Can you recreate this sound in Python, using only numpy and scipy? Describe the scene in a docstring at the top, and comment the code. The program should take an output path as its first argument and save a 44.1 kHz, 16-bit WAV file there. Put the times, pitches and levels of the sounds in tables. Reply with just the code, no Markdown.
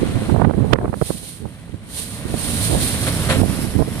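"""A semi trailer creeps over packed snow. From the start its tyres scrape and rumble by friction, the
tractor idles far ahead and a dragging brake sings faintly. In the first second turbulent wind buffets
the two microphone ports, mostly the right, and the gain control ducks under the hardest gusts. From one
second on, a jet of air hisses in swells. Just after three seconds a tyre slips twice, shoving snow,
while the hiss changes colour; then the wind picks up again."""
import sys
import numpy as np
from scipy import signal
from scipy.fft import rfft, irfft
from scipy.io import wavfile

SR = 44100
rng = np.random.default_rng(int(sys.argv[2]) if len(sys.argv) > 2 else 0)


def store_pcm(level_fs):
    """Save levels as 16-bit WAV."""
    pcm = np.round(np.clip(level_fs, -1, 1) * 32767).astype(np.int16)
    wavfile.write(sys.argv[1], SR, np.atleast_2d(pcm).T)


N = 176400
T = np.arange(N) / SR
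HZ = np.maximum(np.arange(N // 2 + 1) * SR / N, 1)


def from_db(db):
    """Amplitude ratio of a level in decibels."""
    return 10 ** (np.asarray(db) / 20)


def unit_rms(x):
    """Normalisation to unit mean power."""
    return x / np.sqrt(np.mean(x ** 2) + 1e-20)


def in_time(rows):
    """Linear interpolation of each column in time."""
    times, *columns = np.transpose(rows)
    return np.array([np.interp(T, times, column) for column in columns])


def per_hz(points):
    """Interpolation on a logarithmic frequency axis."""
    hz, value = np.transpose(points)
    return np.interp(np.log(HZ), np.log(hz), value)


def white():
    """Spectrum of Gaussian white noise."""
    return rfft(rng.standard_normal(N))


def drift(rate_hz):
    """Random fluctuation: low-pass noise of unit power."""
    return unit_rms(irfft(white() / (1 + (HZ / rate_hz) ** 2), N))


def butter(x, hz, kind, order=2):
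    """Causal, maximally flat low- or high-pass filter."""
    sections = signal.butter(order, np.clip(hz, 10, .45 * SR), kind, fs=SR, output="sos")
    return signal.sosfilt(sections, x)


def tones(partials, waver):
    """Frequency modulation: sines of given RMS level wander by the fraction waver."""
    return sum(from_db(db) * np.sqrt(2) * np.sin(2 * np.pi * np.cumsum(hz * (1 + waver * drift(21.2))) / SR)
               for hz, db in partials)


# coherence between the ports: f/Hz, coherence (0 to 1)
COHERENCE = [(60, 0.67), (300, 1), (560, 0.98), (1000, 0.86), (2000, 0.48), (3500, 0), (8000, 0.1)]

def noise_field(spectrum_db, left_lead_s=.00012):
    """Partial coherence: noise reaches the two ports alike in the bass, unrelated in the treble."""
    coherence = np.clip(per_hz(COHERENCE), 0, 1)
    mid, side = np.sqrt(1 + coherence) * white(), np.sqrt(1 - coherence) * white()
    left = (mid + side) * np.exp(2j * np.pi * HZ * left_lead_s)
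    return unit_rms(irfft(np.array([left, mid - side]) * from_db(spectrum_db), N))


# peaks and notches of the wheels and chassis: f/Hz, gain/dB
CHASSIS_MODES = [(1288, -12), (2107, -1), (2461, -1), (3125, 4.5), (3276, 4), (3679, 5), (4074, 8),
                 (8623, 9), (8896, -19), (9047, 4.5), (9374, 6)]

def chassis_resonance_db(half_width_hz=9.8):
    """Resonance: metal parts impose narrow peaks and notches on a spectrum."""
    return sum(db / (1 + ((HZ - hz) / half_width_hz) ** 2) for hz, db in CHASSIS_MODES)


# envelope of the scraping on snow: t/s, level/dB
SCRAPE_ENVELOPE = [(0, -36), (.25, -37.5), (.5, -39), (.8, -42), (1.0, -47), (1.25, -53.5), (1.5, -49.5),
                   (1.82, -50.5), (2.0, -46), (2.3, -38.5), (2.55, -35.5), (2.9, -33), (3.25, -31),
                   (3.4, -33.5), (3.5, -30.5), (3.7, -38.5), (3.82, -37), (4, -38)]
# slips that shove snow: t/s, decay time/s, level/dB
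TYRE_SLIPS = [(3.063, 0.029, -21.5), (3.285, 0.064, -18)]
# spectral densities of scrape, rumble and slip: f/Hz, relative level/dB
SCRAPE_SPECTRUM = [(100, -30), (380, -9), (530, -1.5), (750, -9), (1200, -3), (2000, -3), (3500, -9),
                   (5000, -16), (8000, -18), (14500, -29)]
RUMBLE_SPECTRUM = [(15, -21), (30, -7), (55, -2), (110, 2), (180, -2), (250, -4), (350, -14.5),
                   (700, -23.5), (2000, -58)]
SLIP_SPECTRUM = [(100, -15), (380, -19), (530, 11), (800, -4), (1400, 2.5), (2100, 3), (2800, -0.5),
                 (4000, -2.5), (5600, -16.5), (6800, -12), (7600, -4.5), (8400, -16.5), (11000, -15),
                 (13000, -38)]

def tyres(grain_db=1.5, rumble_db=-30.5, rumble_follows=.99, slip_attack_s=.015, thud_db=-7.5):
    """Friction noise: a grainy scrape over a rumble that follows it; each slip surges with a thud."""
    level = in_time(SCRAPE_ENVELOPE)
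    surge = sum(from_db(db) * np.clip((T - s) / slip_attack_s, 0, 1) * np.exp(-((T - s) / decay) ** 2)
                for s, decay, db in TYRE_SLIPS)
    scrape = noise_field(per_hz(SCRAPE_SPECTRUM) + chassis_resonance_db()) * from_db(level)
    slips = noise_field(per_hz(SLIP_SPECTRUM)) * surge
    grain = from_db(grain_db * drift(390))
    rolling = from_db(rumble_db + rumble_follows * (level - level.mean()))
    rumble = noise_field(per_hz(RUMBLE_SPECTRUM)) * (rolling + from_db(thud_db) * surge)
    return (scrape + slips) * grain + rumble


# partials of the idling engine: f/Hz, level/dB
ENGINE_PARTIALS = [(106, -50.5), (172, -48.5)]

def engine_idle():
    """Nearly periodic vibration: the distant engine hums in two low, wavering partials."""
    return tones(ENGINE_PARTIALS, waver=.0267)


# envelope of the brake squeal: t/s, level/dB
SQUEAL_ENVELOPE = [(0, -57.5), (.28, -53), (.45, -61), (1.0, -62), (1.5, -70), (4, -58)]
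# its fundamental and octave: f/Hz, relative level/dB
SQUEAL_PARTIALS = [(4071, -1), (8142, -2)]

def brake_squeal(flicker_db=2.5):
    """Friction-excited vibration: a dragging brake sings faintly and unsteadily."""
    envelope = from_db(in_time(SQUEAL_ENVELOPE) + flicker_db * drift(20))
    return envelope * tones(SQUEAL_PARTIALS, waver=.00307)


# envelope of the wind on the ports: t/s, left level/dB, right level/dB
BREEZE_ENVELOPE = [(0, -26, -20.5), (.28, -32, -18.5), (.34, -30, -7), (.65, -26, -9.5), (.9, -24, -14),
                   (1.1, -47, -29), (1.3, -44, -42.5), (1.6, -65, -42), (1.85, -39, -42), (2.15, -52, -40),
                   (2.35, -32, -24), (2.6, -36, -28), (2.8, -25, -21.5), (3.2, -60, -41), (3.4, -24, -11.5),
                   (3.55, -48, -18.5), (3.7, -33, -24.5), (4, -37, -31)]
# spectral density of the wind: f/Hz, relative level/dB
BREEZE_SPECTRUM = [(15, -8), (30, -35), (60, 1.5), (120, 3.5), (200, 0), (330, -7.5), (600, -16.5),
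                   (1200, -30), (2500, -44), (6000, -80)]

def breeze(lumps_db=3.5):
    """Turbulence: low, lumpy pressure fluctuations, independent at each port."""
    ports = []
    for level in in_time(BREEZE_ENVELOPE):
        pressure = irfft(white() * from_db(per_hz(BREEZE_SPECTRUM)), N)
        lumps = from_db(lumps_db * drift(27))
        ports.append(from_db(level) * unit_rms(pressure * lumps))
    return np.array(ports)


# gusts: t/s, half length/s, level/dB, characteristic f/Hz, port (0 left, 1 right)
PORT_GUSTS = [(0.031, .012, -10, 197, 1), (0.158, 0.011, -30, 300, 0), (0.175, 0.0058, -15.5, 320, 1),
              (0.221, 0.0046, -14, 281, 1), (0.264, 0.0077, -25, 300, 0), (0.299, .003, -14.5, 523, 1),
              (0.327, .008, -8, 189, 1), (0.347, .004, -4, 377, 1), (0.363, .004, -6, 450, 1),
              (0.398, .006, -6, 394, 1), (0.418, .005, -2, 467, 1), (.449, .004, 1, 690, 1),
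              (0.473, 0.0074, 0, 160, 1), (0.497, .002, -1, 537, 1), (0.51, .003, -2, 490, 1),
              (0.537, 0.0022, -9, 650, 1), (0.546, 0.0033, -3, 181, 1), (0.581, 0.013, -6, 171.5, 1),
              (0.649, .007, -7.5, 292, 1), (0.681, .003, -16, 400, 1), (0.7, 0.0075, -25, 220, 0),
              (0.71, .004, -13.5, 347, 1), (0.73, 0.0032, -2.5, 756, 1), (0.735, .0015, 12.5, 1600, 1),
              (0.742, .008, 1.5, 307, 1), (0.759, .004, -4, 710, 1), (.788, .002, 1, 650, 1),
              (0.815, .004, -12, 555, 1), (0.831, 0.021, -11.5, 400, 0), (0.846, .002, -3.5, 444, 1),
              (0.857, .003, -9, 650, 1), (0.88, .004, -9, 470, 1), (.931, .003, -9.5, 550, 1),
              (0.941, .002, -8, 563, 1), (1.015, .002, -5.5, 605, 1), (1.023, .004, -3, 302, 1),
              (1.092, 0.0076, -26, 330, 0), (1.105, .004, -8, 420, 1), (1.151, .01, -34, 248, 0),
              (1.443, 0.027, -25, 182, 1), (1.455, .005, -20, 356, 1), (1.693, 0.0027, -24, 168, 1),
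              (1.742, 0.0086, -19.5, 150, 1), (2.254, 0.011, -20, 232, 1), (2.3, 0.0067, -22, 240, 1),
              (2.343, 0.0045, -12.5, 308, 1), (2.711, 0.0087, -17, 294, 1), (2.749, 0.022, -12, 283, 1),
              (3.358, 0.016, -19, 244, 1), (3.416, .004, 1, 170, 1), (3.434, 0.0055, -2.5, 267.4, 1),
              (3.46, 0.0028, -5, 223, 1), (3.763, 0.015, -8.5, 125, 1), (3.79, .007, -8, 274, 1),
              (3.806, .006, -4, 229, 1), (3.823, .005, -7, 348, 1), (3.877, 0.011, -18, 228, 1)]

def gusts(eddies_per_cycle=4.5, core_size=3, knee_ratio=.49, top_ratio=2.66, low_cut_hz=68.6):
    """Shot noise: a run of eddies knocks on one port around a large core; faster runs are brighter."""
    out = np.zeros((2, N))
    sizes, chance = rng.standard_normal(N), rng.random(N)
    for s, half, db, hz, port in PORT_GUSTS:
        near = np.abs(T - s) < 4 * half + .02
        envelope = np.exp(-.5 * ((T[near] - s) / half) ** 2)
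        eddies = sizes[near] * envelope * (chance[near] < eddies_per_cycle * hz / SR)
        eddies[np.argmax(envelope)] = core_size * np.sign(sizes[near][0])
        knock = butter(eddies, hz * knee_ratio, "low", order=1)
        knock = butter(knock, hz * top_ratio, "low", order=4)
        knock = butter(knock, low_cut_hz, "high")
        out[int(port), near] += from_db(db) * unit_rms(knock) * np.sqrt(np.mean(envelope ** 2))
    return out


# envelope of the air jet: t/s, level/dB
HISS_ENVELOPE = [(0, -49.5), (.28, -46.5), (.4, -48), (.93, -46), (1.0, -39), (1.07, -29), (1.16, -37),
                 (1.31, -37), (1.44, -51.5), (1.82, -63.5), (1.88, -46.5), (1.95, -29), (2.02, -29),
                 (2.08, -35), (2.16, -37), (2.25, -44), (2.32, -39), (2.41, -27.5), (2.65, -25.5),
                 (2.77, -28.5), (2.83, -22), (2.96, -28), (3.055, -28.5), (3.08, -27.5), (3.115, -28.5),
                 (3.35, -33), (3.55, -30), (3.75, -40.5), (4, -39.5)]
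# its spectral density: f/Hz, relative level/dB
HISS_SPECTRUM = [(200, -16), (520, -5), (900, -17), (2000, -5.5), (3000, -3.5), (4000, -1), (5000, -4),
                 (7000, -5), (9200, -1.5), (11300, -7.5), (14300, -3.5)]
# its change of colour as the trailer moves on: f/Hz, gain/dB
HISS_COLOUR_SHIFT = [(1000, 9), (3000, -3), (4200, -1.5), (5300, 7.5), (6600, -0.5), (7600, 3.5),
                     (8800, -4), (9700, 1), (11400, 8), (13000, 0), (14500, 0.5)]

def air_hiss(flutter_db=1.18, shift_from_s=2.9, shift_to_s=3.54):
    """Jet noise: a bright hiss swells and fades, passing at constant power to a second colour."""
    early = per_hz(HISS_SPECTRUM) + chassis_resonance_db()
    late = early + per_hz(HISS_COLOUR_SHIFT)
    moved = np.clip((T - shift_from_s) / (shift_to_s - shift_from_s), 0, 1)
    jet = np.sqrt(1 - moved) * noise_field(early) + np.sqrt(moved) * noise_field(late)
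    return jet * from_db(in_time(HISS_ENVELOPE) + flutter_db * drift(17))


# frequency response of each microphone port: f/Hz, gain/dB
LEFT_RESPONSE = [(300, -2.5), (800, 5), (1400, -2.5), (2500, 0.5), (4400, 4.5), (5000, 0.5), (5800, -4),
                 (7500, -11), (9300, -20), (10700, -46), (12000, -26), (13000, -10), (14400, -7.5)]
RIGHT_RESPONSE = [(300, 2), (800, 3.5), (1500, 0.5), (2500, -1), (4200, -2), (5500, 1.5), (7000, 2.5),
                  (8000, 6), (9100, 12.5), (10000, 11.5), (12000, 5.5), (14400, -4)]

def scene():
    """Superposition: the truck's sounds, filtered by the two ports, add to the wind."""
    truck = tyres() + engine_idle() + brake_squeal() + air_hiss()
    ports = from_db([per_hz(LEFT_RESPONSE), per_hz(RIGHT_RESPONSE)])
    return irfft(rfft(truck) * ports, N) + breeze() + gusts()


def smooth(x, seconds):
    """Exponential averaging by a first-order lag."""
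    pole = np.exp(-1 / (seconds * SR))
    return signal.lfilter([1 - pole], [1, -pole], x)


THRESHOLD_DB, REDUCTION_DB_PER_DB, RELEASE_DB_PER_S = -11, .72, 33.5
DETECT_S, ATTACK_S, CUTOFF_HZ = .01, .0012, 14500

def record(dry):
    """Compression: one gain ducks both channels; saturation rounds the peaks and a low-pass follows."""
    level_db = 10 * np.log10(smooth(np.max(dry ** 2, axis=0), DETECT_S) + 1e-12)
    reduction_db = REDUCTION_DB_PER_DB * np.maximum(level_db - THRESHOLD_DB, 0)
    release_db = RELEASE_DB_PER_S * T
    held_db = np.maximum.accumulate(reduction_db + release_db) - release_db  # recovers at a steady rate
    ducked = dry * from_db(-smooth(held_db, ATTACK_S))
    rounded = ducked / (1 + ducked ** 4) ** .25
    return irfft(rfft(rounded) / np.sqrt(1 + (HZ / CUTOFF_HZ) ** 400), N)


dry = scene()
out = record(dry)
store_pcm(out)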